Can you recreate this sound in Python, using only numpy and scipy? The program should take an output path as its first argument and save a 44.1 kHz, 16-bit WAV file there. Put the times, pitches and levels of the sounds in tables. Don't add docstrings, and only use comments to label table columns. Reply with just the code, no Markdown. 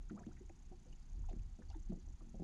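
import sys
import numpy as np
from scipy import signal
from scipy.fft import rfft, irfft, next_fast_len
from scipy.io import wavfile
from scipy.ndimage import uniform_filter1d, map_coordinates

SR = 44100
rng = np.random.default_rng(int(sys.argv[2]) if len(sys.argv) > 2 else 0)


def inscribe(sig):
    pcm = np.round(np.clip(np.atleast_2d(sig).T, -1, 1) * 32767)
    wavfile.write(sys.argv[1], SR, pcm.astype(np.int16))


def amplitude_ratio(level_db):
    exponent = np.asarray(level_db, float) / 20
    return 10 ** exponent


N = 107471


def unit(x):
    return x / np.sqrt(np.mean(x ** 2) + 1e-20)


def wobble(rate, size=None):
    size = size or N
    knots = rng.standard_normal(size // 60)
    return map_coordinates(knots, [np.arange(size) * rate / SR])


def noise(gain, size=None):
    size = size or N
    m = next_fast_len(size + 8192)
    spectrum = rfft(rng.standard_normal(m)) * gain(np.fft.rfftfreq(m, 1 / SR))
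    return unit(irfft(spectrum, m)[:size])


def along(points):
    f, v = np.transpose(points)
    return lambda hz: amplitude_ratio(np.interp(np.log(hz + 1), np.log(f + 1), v))


def hump(centre_hz, width_hz):
    return lambda hz: np.exp(-2 * ((hz - centre_hz) / width_hz) ** 2)


def add(track, s, sound):
    track[max(round(s * SR), 0):][:len(sound)] += sound


def slaps():
    # [start_s, peak_db, low_db and high_db (panels over the middle ones), t60_s]
    waves = [(.109, -43.5, 3, -15.5, 0.14), (0.135, -52, 6.5, -25, 0.14), (.17, -56.5, 1.5, -4, 0.35),
             (0.217, -54, 3, -3, 0.059), (0.265, -42, -5.5, -26.5, 0.17), (.294, -63, 6.5, -17, 0.24),
             (0.405, -64, 4, -17, 0.21), (0.0, -63, 4, -8, 0.079), (2.27, -66, 11.5, -25, 0.34),
             (0.497, -72, -3, -13, 0.13), (.714, -60, 8, -15, 0.13), (0.875, -64, 0.5, -15, 0.42),
             (1.177, -60, -11, -33, 0.07), (1.312, -48, -18, -5.5, 0.13), (1.336, -41, 0, -21, 0.063),
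             (1.361, -55, 5.5, -17, 0.16), (1.588, -54, 3, -15, 0.17), (1.758, -58.5, -3, -17, 0.12),
             (1.896, -44.5, 1.5, -26, 0.23), (1.919, -45.5, -4.5, -12.5, 0.19),
             (1.974, -52.5, -2.5, -27, 0.11), (2.075, -61, -8, -9, 0.14), (2.214, -56, -2.5, -12.5, 0.22),
             (2.342, -51, 4.5, -5, 0.13), (2.396, -39, -3, -8.5, 0.083), (2.42, -34, -3, -11, 0.047)]
    # [pitch_hz, level_db]
    low_panels = [(85, -7.5), (135, -5), (180, -4.5), (225, -1)]
    middle_panels = [(308, -5), (365, -5.5)]
    high_panels = [(500, 3), (600, -9), (680, -0.5), (790, -4)]
    rise_s, trim_db, slosh_db = 0.005024, -1.5, -8
    high_damping = 0.47
    roughness = 0.3
    out, t = np.zeros(N + SR), np.arange(SR // 3) / SR
    rise = 1 - np.exp(-(t / rise_s) ** 2)
    for s, db, low_db, high_db, t60 in waves:
        slosh_colour = [(90, low_db - 10.5), (190, low_db), (340, -5.5),
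                        (600, high_db), (1300, high_db - 32), (3000, -75)]
        slosh = noise(along(slosh_colour), size=len(t))
        sound = amplitude_ratio(slosh_db - 60 * t / max(t60, 0.02)) * slosh
        groups = ((low_panels, low_db, t60), (middle_panels, 0, t60),
                  (high_panels, high_db, t60 * high_damping))
        for panels, over_db, life_s in groups:
            for hz, level_db in panels:
                struck_hz = hz * (1 + 0.027 * rng.standard_normal())
                turns = struck_hz * (t - rise_s) + 0.12 * rng.standard_normal()
                rough = 1 + roughness * wobble(hz / 6, size=len(t))
                decay = amplitude_ratio(over_db + level_db - 60 * t / max(life_s, 0.02))
                sound = sound + decay * rough * np.sin(2 * np.pi * turns)
        add(out, s - rise_s / 2, amplitude_ratio(db + trim_db) * rise * sound)
    return out[:N]


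def plips():
    # [start_s, peak_db, pitch_hz, t60_s, rise_share (of pitch, over its life)]
    bursting = [(0.097, -55, 1473, 0.042, -0.15), (.14, -62.5, 481, 0.27, 0.15),
                (.187, -59.5, 1005, 0.13, -0.075), (.2, -59.5, 741, 0.12, -0.17),
                (.212, -59, 409, 0.067, 0.11), (1.241, -68.5, 1530, 0.06, -0.46),
                (.285, -63.5, 714, 0.096, 0.15), (.852, -66.5, 780, 0.045, 0),
                (.855, -57, 307, 0.07, 0.053), (.498, -50.5, 331, 0.067, 0.035),
                (.5, -63.5, 496, 0.051, -0.1), (.372, -71, 1890, 0.11, 0.11), (.495, -55, 743, 0.054, 0.1),
                (.72, -62, 743, 0.12, 0.078), (.864, -55.5, 485, 0.052, 0.1),
                (.927, -60.5, 2860, 0.035, 0.062), (1.237, -67.5, 937, 0.084, 0.058),
                (1.287, -51, 771, 0.077, -0.23), (1.596, -60, 483, 0.13, 0.075),
                (1.62, -60, 1720, 0.033, 0.074), (1.706, -59, 764, 0.097, 0.056),
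                (1.739, -54.5, 917, 0.034, 0.036), (1.752, -66.5, 880, 0.074, -0.055),
                (1.92, -53.5, 667, 0.06, -0.042), (2.208, -57.5, 1182, 0.044, -0.066),
                (2.34, -61.5, 585, 0.18, -0.23)]
    # [start_s, peak_db, pitch_hz, t60_s,
    # rise_share]
    slap_tones = [(.109, -40.5, 310.4, 0.08, -0.029), (0.127, -44.5, 205, 0.24, -0.017),
                  (0.265, -41, 179.4, 0.11, -0.049), (.408, -56, 362.5, 0.16, 0.079),
                  (0.712, -55, 362, 0.18, -0.027), (1.302, -64.5, 680, 0.18, -0.37),
                  (1.591, -48.5, 173, 0.081, -0.011), (1.754, -49, 309.4, 0.12, 0.042),
                  (1.9, -32, 197, 0.055, -0.076), (1.921, -39, 184, 0.12, -0.066),
                  (2.399, -40, 182.7, 0.11, -0.12), (2.421, -50, 186, 0.088, 0.027),
                  (2.345, -53, 171, .08, 0.069), (1.391, -40, 98.4, 0.12, 0.062),
                  (1.903, -44, 92.5, 0.14, 0.17)]
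    rise_s, rise_turns = 0.0024, 0.75
    roughness, spray_db, spray_width = 0.3, -6.5, 0.5
    out, t = np.zeros(N + SR), np.arange(SR // 4) / SR
    for s, db, hz, t60, rise in bursting + slap_tones:
        glide = 1 + rise * np.minimum(2 * t / t60, 1.5)
        turns = np.cumsum(hz * glide) / SR
        swell = 1 - np.exp(-(t / (rise_s + rise_turns / hz)) ** 2)
        shape = amplitude_ratio(-60 * t / t60) * swell
        rough = 1 + roughness * wobble(hz / 5, size=len(t))
        tone = rough * np.sin(2 * np.pi * turns)
        spray = amplitude_ratio(spray_db) * noise(hump(0.94 * hz, spray_width * min(hz, 1400)), size=len(t))
        add(out, s - rise_s / 2, amplitude_ratio(db + 0.5) * shape * (tone + spray))
    return out[:N]


def drops():
    # [middle_s, peak_db, pitch_hz, half_length_s, climb_share (of pitch, over the half length)]
    falls = [(.101, -58, 1400, .0015, -.1), (.176, -58, 1180, .017, .32), (.237, -65, 1620, .009, .3),
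             (.265, -62, 1200, .0006, 0), (.318, -67, 1400, .005, .15), (.327, -63, 900, .0012, 0),
             (.716, -66, 950, .0015, 0), (1.288, -62, 4200, .0002, 0), (1.288, -70, 5600, .0015, 0),
             (1.295, -66, 2700, .0015, 0), (1.296, -66, 3650, .0017, .03), (1.307, -67, 4750, .0013, 0),
             (1.331, -57, 1800, .0004, 0), (1.3945, -63, 2600, .0009, 0), (1.592, -62, 630, .003, 0),
             (1.621, -66, 900, .001, 0), (1.693, -63, 4650, .002, .02), (1.703, -56, 800, .002, 0),
             (1.7155, -65, 2800, .002, .02), (1.732, -64, 1400, .0025, -.04), (1.749, -68, 3600, .0012, 0),
             (1.749, -62, 1800, .0007, 0), (1.749, -55, 860, .003, 0), (1.922, -62, 1150, .001, 0),
             (1.93, -63, 850, .004, 0), (2.079, -63, 800, .0007, 0), (2.209, -55, 1000, .0006, 0),
             (2.433, -62, 900, .001, 0)]
    roughness, trim_db = 0.45, -2
    lead = SR // 20
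    out, t = np.zeros(N + SR), (np.arange(SR // 10) - lead) / SR
    for s, db, hz, half_s, climb in falls:
        turns = hz * t * (1 + climb * t / half_s / 2)
        ragged = 1 + roughness * wobble(268, size=len(t)) * min(half_s * 100, 1)
        swell = np.exp(-(t / half_s) ** 2)
        add(out, s - lead / SR, amplitude_ratio(db + trim_db) * ragged * swell * np.cos(2 * np.pi * turns))
    return out[:N]


def ticks():
    # [start_s, peak_db, centre_hz, length_s]
    droplets = [(0.1, -69.5, 3600, 0.0089), (0.095, -62, 1650, 0.017), (0.187, -62, 1960, 0.0063),
                (0.263, -67, 3130, 0.0086), (0.366, -67.5, 2080, 0.013), (0.495, -59.5, 2160, 0.0045),
                (1.288, -68.5, 2500, 0.018), (1.293, -72, 4000, 0.027), (1.523, -85, 4920, .005),
                (1.614, -68, 1380, 0.028), (1.699, -60, 5070, 0.0077), (1.701, -65, 3000, 0.006),
                (1.71, -72.5, 4700, 0.024), (1.739, -68.5, 1490, 0.02), (1.895, -72, 3900, 0.016),
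                (1.92, -66, 3110, 0.0047), (2.005, -72.5, 4330, 0.024), (0.17, -65.5, 1240, 0.02),
                (0.327, -75, 1920, 0.017)]
    out, t = np.zeros(N + SR), np.arange(SR // 10) / SR
    for s, db, hz, length_s in droplets:
        age = 3 * t / length_s
        shape = age * np.exp(1 - age)
        splash = noise(hump(hz, 0.5 * hz), size=len(t))
        add(out, s, amplitude_ratio(db - 6) * shape * splash)
    return out[:N]


def lapping():
    # [time_s, level_db]
    ripples = [(0, -67), (.32, -64), (.49, -68.5), (.6, -68), (.68, -67), (.76, -69.5), (.84, -67.5),
               (.93, -66), (1.0, -72.5), (1.12, -65.5), (1.26, -67), (1.45, -68.5), (1.56, -69),
               (1.85, -67.5), (2.05, -67), (2.17, -67), (2.3, -64.5), (2.44, -61.5)]
    # [frequency_hz, level_db]
    water_colour = [(60, -5.5), (130, -1.5), (200, -5), (370, -16), (450, -24.5), (600, -33.5),
                    (800, -32.5), (1200, -59.5)]
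    # [frequency_hz, level_db]
    hull_colour = [(500, -18), (650, -5.5), (800, 2), (950, -9), (1300, -31.5)]
    lapping_db, murmur_db = 2, -86
    s, db = np.transpose(ripples)
    strength_db = lapping_db + np.interp(np.arange(N) / SR, s, db) + 2.5 * wobble(25)
    burble = amplitude_ratio(strength_db) * noise(along(water_colour))
    murmur = amplitude_ratio(murmur_db + 1.5 * wobble(11)) * noise(along(hull_colour))
    return burble + murmur


def wind():
    # [time_s, buffeting_db]
    gusts = [(0.0, -46.5), (0.059, -47), (0.14, -66.5), (0.39, -50.5), (0.611, -58.5), (0.65, -51.5),
             (0.859, -58.5), (0.939, -50), (1.078, -55.5), (1.18, -40.5), (1.55, -50.5), (1.59, -64),
             (1.661, -48), (1.941, -45), (1.981, -53.5), (2.15, -47.5), (2.17, -54.5), (2.44, -50.5)]
    # [frequency_hz, level_db]
    rumble_colour = [(12, -22), (22, -0.5), (31, 3), (50, -10), (75, -11), (110, -26.5), (200, -44),
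                     (500, -91.5)]
    s, db = np.transpose(gusts)
    rumble = noise(along(rumble_colour))
    power = np.abs(uniform_filter1d(rumble ** 2, size=5000))
    rumble = rumble / np.sqrt(power + 0.11)
    gust_db = np.interp(np.arange(N) / SR, s, db)
    return amplitude_ratio(gust_db + wobble(18)) * unit(rumble)


def circuits():
    # [frequency_hz, level_db]
    hiss_colour = [(400, -3), (900, 6.5), (1500, 3.5), (3000, 0.5), (5300, -1.5), (6700, -0.5), (8000, -8),
                   (10500, -11.5), (12700, -32)]
    # [centre_hz, width_hz, level_db, start_share and length_share (of a picture)]
    bursts = [
        (6420, 1300, -77.5, 0.524, 0.083),
        (6584, 1220, -78.5, 0.678, 0.38),
        (9250, 2800, -89.5, 0.85, 0.17),
        (4740, 840, -88.5, 0.55, 0.42),
    ]
    picture_hz, hiss_db = 29.97, -79
    scatter_db, jitter = 2.5, 0.025
    turn = np.arange(N) / SR * picture_hz
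    out = amplitude_ratio(hiss_db) * noise(along(hiss_colour))
    for hz, width_hz, db, start, length in bursts:
        phase = (turn - start + jitter * wobble(30)) % 1
        gate = uniform_filter1d(1. * (phase < length), size=60)
        level = amplitude_ratio(db + scatter_db * (wobble(29.99) + wobble(150)))
        out = out + level * gate * noise(hump(hz, width_hz))
    return out


def scene():
    water = slaps() + plips() + drops() + ticks() + lapping()
    return (water + wind() + circuits())[None]


def low_pass(x):
    return signal.sosfilt(signal.butter(12, 12730, fs=SR, output="sos"), x)


def record(dry):
    return low_pass(dry)


dry = scene()
out = record(dry)
inscribe(out)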